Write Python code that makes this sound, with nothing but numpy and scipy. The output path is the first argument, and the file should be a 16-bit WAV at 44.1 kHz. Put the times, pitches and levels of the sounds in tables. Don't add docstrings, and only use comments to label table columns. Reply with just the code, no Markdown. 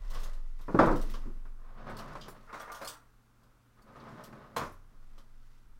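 import sys
import numpy as np
from scipy import signal
from scipy.fft import rfft, irfft, next_fast_len
from scipy.io import wavfile
from scipy.ndimage import uniform_filter1d, map_coordinates

SR = 44100
rng = np.random.default_rng(int(sys.argv[2]) if len(sys.argv) > 2 else 0)


def digitize_waveform(pressure):
    field = np.atleast_2d(pressure).T
    bounded = np.clip(field, -1, 1)
    quanta = np.round(bounded * 32767).astype(np.int16)
    wavfile.write(sys.argv[1], SR, quanta)


N = 255339
TOP_HZ = 15850


def amp(db):
    return 10 ** (np.asarray(db) / 20)


def unit(x):
    return x / np.sqrt(np.mean(x ** 2) + 1e-20)


def along(points, hz):
    point_hz, value = np.transpose(points)
    return np.interp(np.log(hz + 1), np.log(point_hz + 1), value)


def wobble(rate_hz):
    knots = rng.standard_normal(int(N * rate_hz / SR) + 4)
    return map_coordinates(knots, [np.arange(N) * rate_hz / SR])


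def coloured(x, spectrum):
    m = next_fast_len(len(x) + 4096)
    gain = amp(along(spectrum, np.fft.rfftfreq(m, 1 / SR)))
    return unit(irfft(rfft(x, m) * gain, m)[:len(x)])


def strokes(rows, shape):
    rise, sag, fall = shape
    start_s, length_s, level_db = np.transpose(rows)[:3, :, None]
    age = np.arange(N) / SR - start_s
    swell_db = rise * np.minimum(age, 0)
    sag_db = sag * np.clip(age, 0, length_s)
    fade_db = fall * np.maximum(age - length_s, 0)
    gains = amp(level_db + swell_db - sag_db - fade_db)
    return gains.sum(axis=0), gains


def grit(rate_hz, spread_db, share):
    hits = (rng.random(N) < rate_hz / SR) * amp(spread_db * rng.exponential(size=N))
    grain_s = 0.0023
    bumps = unit(signal.lfilter([1], [1, -np.exp(-1 / (grain_s * SR))], hits))
    return rng.standard_normal(N) * (1 + share * bumps)


def ringing(modes, t, stretch, scatter_db):
    hz, db, t60 = np.transpose(modes)[:, :, None]
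    luck = rng.standard_normal((4, len(modes), 1))
    t60_s = np.clip(t60, .02, .35) * stretch
    level = amp(db + scatter_db * luck[0] - 60 * t / t60_s)
    first = np.sin(2 * np.pi * hz * (1 + 0.0067 * luck[1]) * t)
    second = np.sin(2 * np.pi * hz * (1 + 0.0098 * luck[2]) * t + 9 * luck[3])
    return np.sum(level * (first + 0.61 * second), axis=0) / np.linalg.norm(amp(db))


# frequency in Hz, base t60 in s.
ROOM_DECAY = [(80, 0.59), (300, 0.45), (1200, 0.41), (4000, 0.39), (12000, 0.41)]


def fading(noise, stretch):
    hz, frame_s, z = signal.stft(noise, SR, nperseg=256)
    t60_s = stretch * along(ROOM_DECAY, hz)[:, None]
    return signal.istft(z * amp(-60 * frame_s / t60_s), SR, nperseg=256)[1]


def room(x, wet_db):
    tail = fading(rng.standard_normal(SR // 2), 1)
    return x + amp(wet_db) * signal.fftconvolve(x, tail / np.linalg.norm(tail))[:N]


# frequency in Hz, relative level in dB.
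CRACK_SPECTRUM = [(1500, -24), (2400, -1.5), (3500, -0.5), (5500, -5.5), (8500, -11.5), (16000, -24.5)]


def blows(events, body, bass, modes, ring_db, treble_db):
    out, t = np.zeros(N + SR), np.arange(SR * 3 // 4) / SR
    for start_s, level_db, bass_db, stretch in events:
        noise = rng.standard_normal(len(t) + 1024)
        shake = coloured(noise, body) + amp(bass_db) * coloured(noise, bass)
        shake = shake + amp(treble_db) * coloured(noise, CRACK_SPECTRUM)
        tail = fading(shake, stretch)[:len(t)]
        direct = 1 + 0.26 * amp(-60 * t / 0.05)
        ring = amp(ring_db) * ringing(modes, t, 1.4 * stretch, scatter_db=3.0)
        onset = 1 - np.exp(-t / 0.001)
        out[round(start_s * SR):][:len(t)] += amp(level_db) * (direct * tail + ring) * onset
    return out[:N]


# start in seconds, level in dB, bass in dB.
DOOR_BANGS = [(0.682, -40.5, 3), (0.745, -34, 9), (0.789, -18.5, -3.5), (0.829, -24.5, -1.5),
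              (0.874, -28.5, -6.5), (0.909, -35, 8)]
# frequency in Hz, relative level in dB.
PANEL_SPECTRUM = [(260, -38), (450, -11), (595, -0.5), (725, -6.5), (865, -3), (958, -2.5), (1300, -5),
                  (2600, -30.5), (3380, -66.5), (5720, -120)]
THUD_SPECTRUM = [(41, -52.5), (70, -24), (112, -10), (242, -7.5), (334, -4), (387, -9.5), (500, -10),
                 (650, -39.5), (1100, -120)]
# frequency in Hz, relative level in dB, t60 in s before clip and stretch.
DOOR_MODES = [(182, -10.5, 0.15), (217, -1, 0.33), (288, 5, 0.31), (325, -0.5, 0.47), (480, -6, 0.47),
              (498, -4.5, 0.78), (551, -5, 0.37), (673, -2, 0.074), (885, -4, 0.2), (1025, -11.5, 0.25),
              (1113, -6.5, 0.32), (1240, -12, 0.6), (1340, -9.5, 0.43), (1408, -14.5, 0.13)]
DOOR_STRETCH = 0.73


def cabinet_door():
    events = [(*row, DOOR_STRETCH) for row in DOOR_BANGS]
    return blows(events, PANEL_SPECTRUM, THUD_SPECTRUM, DOOR_MODES, ring_db=-1, treble_db=-33.5)


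# start in seconds, level in dB, bass in dB, decay stretch (ratio).
KNOCKS_AND_STEP = [(0.045, -62.5, 0, 0.5), (0.146, -51.5, -28, 0.68), (0.593, -59, -4, 1),
                   (1.141, -47, -18, 0.51), (1.255, -59.5, 16, 0.75), (1.451, -59, -3, 0.65),
                   (1.639, -66, -21, 1), (1.869, -50, -16, 0.31), (1.897, -46, -20, 0.34),
                   (1.995, -45.5, -12, 0.76), (2.153, -42, -8, 0.38), (2.281, -45.5, -3, 0.23),
                   (2.527, -41.5, -13.5, 0.66), (2.813, -42.5, -13.5, 0.82), (3.958, -53, -2, 0.8),
                   (4.103, -60, 9, 0.91), (4.326, -52.5, -16, 0.53), (4.563, -30.5, -11.5, 0.78),
                   (4.614, -39.5, -5.5, 0.78), (4.649, -47, -18, 0.45), (5.178, -61.5, -16, 0.63)]
# frequency in Hz, relative level in dB.
WOOD_SPECTRUM = [(240, -39), (400, -14.5), (475, -4.5), (514, -11.5), (556, -2.5), (803, -7), (1060, 1.5),
                 (2600, -21), (3380, -89), (5720, -120)]
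RUMBLE_SPECTRUM = [(41, -43), (70, -16.5), (151, 0), (183, -11.5), (220, 1), (286, -6), (400, -7.5),
                   (520, -32.5), (880, -120)]
# frequency in Hz, relative level in dB, t60 in s before clip and stretch.
CARCASS_MODES = [(230, -7, 0.46), (301, -0.5, 0.39), (482.5, 4, 0.2), (550.6, 4.5, 0.24), (617, -1, 0.3),
                 (1069, -4.5, 0.33), (1171, -18.5, 0.38), (1127, -21.5, 0.35), (1258, -1.5, 0.544),
                 (1420, -11.5, 0.36), (1775, -14, 0.24), (2143, -18.5, 0.47)]


def knocks_and_step():
    return blows(KNOCKS_AND_STEP, WOOD_SPECTRUM, RUMBLE_SPECTRUM, CARCASS_MODES, ring_db=-5.5, treble_db=-17.5)


# full level from in seconds, length in seconds,
# level in dB, rumble share in dB.
ROLLS_AND_SCUFFS = [(0.166, 0.014, -51, -20), (0.945, 0.25, -56, -0.5), (1.695, 0.1, -67, -2),
                    (1.924, 0.36, -46, -7.5), (3.442, 0.0079, -73.5, -3), (3.864, 0.14, -66, -6),
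                    (4.017, 0.2, -54, -5.5), (4.295, 0.28, -57.5, 0), (4.912, 0.043, -75, -3),
                    (5.19, 0.012, -71, -4)]
# Rise, sag while moving and fall, in dB per s.
ROLL_DB_PER_S = (116, 22, 87)
# frequency in Hz, relative level in dB.
ROLL_SPECTRUM = [(180, 1.5), (300, -14), (354, -2.5), (566, 2.5), (855, -3), (1070, 4), (1250, 0.5),
                 (1390, -3), (2140, -12.5), (2350, -16.5), (5000, -25.5), (6500, -35.5), (11000, -120)]


def rolls_and_scuffs():
    total, gains = strokes(ROLLS_AND_SCUFFS, ROLL_DB_PER_S)
    roll = coloured(grit(rate_hz=130, spread_db=2.0, share=0.29), ROLL_SPECTRUM) * amp(2.8 * wobble(25))
    rumble = coloured(rng.standard_normal(N), RUMBLE_SPECTRUM) * amp(2.1 * wobble(11.0))
    rumble_gain = amp(np.transpose(ROLLS_AND_SCUFFS)[3]) @ gains
    return room(total * roll + rumble_gain * rumble, wet_db=-5.0)


# start in seconds, level in dB, brightness in dB, note in Hz, crackle t60 in s.
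BRIGHT_CLICKS = [(0.7886, -45, -31, 3450, 0.32), (1.8945, -62.5, -9, 3260, 0.19),
                 (1.9679, -51, -12, 4500, 0.15), (1.9879, -49, -14.5, 4440, 0.14),
                 (2.2109, -51, -32, 4840, 0.28), (2.2811, -53.5, 4, 4900, 0.16),
                 (2.2994, -59.5, 6.5, 7280, 0.18), (2.5401, -58.5, -14.5, 3380, 0.46),
                 (2.5975, -53, -10.5, 5700, 0.15), (2.6137, -54, -4, 3400, 0.13),
                 (2.7177, -46.5, -4.5, 6240, 0.11), (2.7444, -51.5, -10, 3300, 0.28),
                 (2.8155, -55, -7.5, 3900, 0.4), (2.8464, -45, -4.5, 4350, 0.14),
                 (2.874, -39, -7.5, 4900, 0.21), (3.4318, -74, -9, 5000, 0.17),
                 (3.8195, -67.5, -3, 4560, 0.11), (4.0003, -62.5, -38, 4570, 0.13),
                 (4.2373, -50.5, -9.5, 5600, 0.15), (4.5631, -39.5, -13.5, 4070, 0.2),
                 (4.6294, -59.5, -10, 3300, 0.42), (4.7186, -63, 9, 7900, 0.13),
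                 (5.1791, -61.5, -19, 3410, 0.17)]
# frequency in Hz, relative level in dB, t60 in s before clip and stretch.
CLICK_MODES = [(4460, -6, 0.24), (4990, -1.5, 0.15), (5570, -3.5, 0.14), (5810, -9, 0.7), (6050, -6, 0.062),
               (8247, -19, 5.0), (8300, 4.5, 0.027), (9500, -7.5, 0.037), (11900, -10.5, 0.18)]
# multiple of the note (ratio), level in dB before brightness tilt.
NOTE_PARTIALS = [(0.998, 6), (1.49, -4.5), (2.15, -8.5)]
CLICK_RING_DB = -6


def clicks(events, ring_db):
    out, t = np.zeros(N + SR), np.arange(SR // 2) / SR
    bands_hz = np.geomspace(2000, 16000, num=24)
    for start_s, level_db, bright_db, note_hz, t60_s in events:
        colour = [(1500, -30.0), (3000, -3.0), (5000, -5), (7500, -3.5 + .5 * bright_db),
                  (10000, bright_db), (15000, bright_db - 2.0)]
        uneven_db = along(colour, bands_hz) + rng.normal(0, 2.5, len(bands_hz))
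        hiss = coloured(rng.standard_normal(len(t)), [(1200, -60), *zip(bands_hz, uneven_db)])
        flutter = 1 + 0.14 * unit(uniform_filter1d(rng.standard_normal((2, len(t))), size=130))
        crackle = hiss * flutter[0] * amp(-60 * t / t60_s) * (1 - np.exp(-t / 0.0027))
        notes = [(k * note_hz, partial_db + (k - 1) * (bright_db + 4.5), .1)
                 for k, partial_db in NOTE_PARTIALS if k * note_hz < TOP_HZ]
        ring = ringing(CLICK_MODES, t, 4 * t60_s, scatter_db=5.0)
        ring = ring + amp(1) * ringing(notes, t, 1.0, scatter_db=3.5)
        ring = ring * flutter[1] * (1 - np.exp(-t / .0004))
        out[round(start_s * SR):][:len(t)] += amp(level_db) * (crackle + amp(ring_db) * ring)
    return out[:N]


# start in seconds, level in dB.
TRAY_TAPS = [(2.495, -53.5), (2.54, -47.5), (2.602, -47), (2.626, -52.5), (2.677, -49), (2.698, -47),
             (2.739, -50), (2.847, -47.5)]
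# frequency in Hz, relative level in dB.
TRAY_SPECTRUM = [(240, -26), (400, -19.5), (462, -5), (502, -12), (847, -8.5), (1170, -6), (1270, -5.5),
                 (1350, -6), (3000, -32), (3900, -54), (6600, -120)]
# frequency in Hz, relative level in dB, t60 in s before clip and stretch.
TRAY_MODES = [(975, -11, 5.0), (1198, -1.5, 0.47), (1430, -7, 5.0), (1704, -6.5, 0.075), (1850, -16, 0.52),
              (2140, -4, 0.055)]
TRAY_BASS_DB, TRAY_STRETCH = -21, 0.66


def tray_taps():
    events = [(*row, TRAY_BASS_DB, TRAY_STRETCH) for row in TRAY_TAPS]
    return blows(events, TRAY_SPECTRUM, RUMBLE_SPECTRUM, TRAY_MODES, ring_db=1.5, treble_db=-29.5)


# full from in seconds, length in seconds, level in dB.
TRAY_STIRS = [(2.488, 0.45, -54)]
# Rise, sag and fall, in dB per s.
STIR_DB_PER_S = (930, 0.77, 250)


def rummage():
    rattle = coloured(grit(rate_hz=120, spread_db=2.0, share=0.74), TRAY_SPECTRUM)
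    return room(strokes(TRAY_STIRS, STIR_DB_PER_S)[0] * rattle, wet_db=-4.5)


# start in seconds, level in dB, brightness in dB.
CLOTH_FLICKS = [(0.101, -53.5, -10), (0.1358, -54, -10), (0.1454, -50, -23), (0.197, -56, -11),
                (0.231, -48.5, -9.5), (0.3298, -61, -14), (0.586, -68, -13.5), (0.6097, -61, -8.5),
                (0.857, -52, -11), (0.91, -56, -14), (0.957, -51.5, -8), (1.0123, -51, -9.5),
                (1.0996, -55, -4), (1.1362, -51, -21)]
FLICK_T60_S, FLICK_NOTE_HZ, FLICK_RING_DB = 0.18, 3720, -12.5


def flicks():
    return clicks([(*row, FLICK_NOTE_HZ, FLICK_T60_S) for row in CLOTH_FLICKS], FLICK_RING_DB)


# full from in seconds, length in seconds, level in dB.
CLOTH_RUSTLES = [(0.19, 0.018, -60), (0.82, 0.29, -60.5), (2.0, 0.19, -67.5), (2.6, 0.18, -66),
                 (4.1, 0.16, -71), (5.0, 0.19, -81.5), (5.45, 0.13, -78.5)]
# Rise, sag and fall, in dB per s.
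RUSTLE_DB_PER_S = (67, 5, 80)
# frequency in Hz, relative level in dB.
CLOTH_SPECTRUM = [(1180, -29), (2000, 1.5), (2110, -7.5), (4010, -8.5), (5880, -9.5), (6360, -13),
                  (13600, -22), (16000, -25)]


def rustles():
    rub = coloured(grit(rate_hz=70, spread_db=-1.5, share=0.47), CLOTH_SPECTRUM)
    return room(strokes(CLOTH_RUSTLES, RUSTLE_DB_PER_S)[0] * rub, wet_db=-5.5)


# start in seconds, level in dB, frequency in Hz.
LOW_JOLTS = [(.005, -30.5, 31), (0.059, -24.5, 20.6), (.79, -27.5, 30), (0.833, -23, 21.3), (1.9, -50, 100),
             (4.568, -46, 87), (4.6, -45.5, 23), (4.941, -39.5, 18.1), (5.191, -48.5, 20.13),
             (5.641, -51, 40), (5.661, -44, 15)]
# frequency in Hz, t60 in s.
SWING_DECAY = [(20, 3.44), (33, 0.54), (85, .9)]
# frequency in Hz, rise time constant in s.
SWING_ONSET = [(20, .04), (33, 0.006), (85, 0.017)]


def sway():
    t, swing, size = np.arange(N) / SR, 0, 0
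    for start_s, level_db, hz in LOW_JOLTS:
        age = np.clip(t - start_s, 0, None)
        onset = 1 - np.exp(-age / along(SWING_ONSET, hz))
        level = amp(level_db - 60 * age / along(SWING_DECAY, hz)) * onset
        swing = swing + level * np.sin(2 * np.pi * hz * age)
        size = size + level
    shudder = coloured(rng.standard_normal(N), [(6, -15.5), (28, 4.5), (50, -5.5), (90, -23.0), (130, -68.5)])
    return swing * amp(0.95 * wobble(5.6)) + amp(-26.0) * size * shudder


# frequency in Hz, mean level in dB rms.
FRIDGE_HUM = [(118.4, -70.5), (1610, -95), (3521, -100), (6024, -101)]
# frequency in Hz, relative level in dB.
HISS_SPECTRUM = [(6, -14), (12, -3), (27, 1), (50, -10), (80, -17), (160, -22), (230, -15), (383, -26),
                 (461, -25.5), (555, -30), (1400, -23.5), (1750, -32), (3230, -38.5), (16100, -45)]
HISS_DB = -64.5


def background():
    t, hum = np.arange(N) / SR, 0
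    for hz, level_db in FRIDGE_HUM:
        hum = hum + amp(level_db + .8 * wobble(5)) * np.sin(2 * np.pi * hz * t + .15 * wobble(8))
    air = coloured(rng.standard_normal(N), HISS_SPECTRUM) * amp(HISS_DB + 1.1 * wobble(1.5))
    return np.sqrt(2) * hum + air


def scene():
    hits = cabinet_door() + knocks_and_step() + tray_taps() + clicks(BRIGHT_CLICKS, CLICK_RING_DB) + flicks()
    return (hits + rolls_and_scuffs() + rummage() + rustles() + sway() + background())[None]


def record(dry):
    m = next_fast_len(N + 4096)
    held = np.pad(dry, ((0, 0), (0, m - N)), "linear_ramp", end_values=dry[0, 0])
    return irfft(rfft(held) * (np.fft.rfftfreq(m, 1 / SR) < TOP_HZ), m)[..., :N]


dry = scene()
out = record(dry)
digitize_waveform(out)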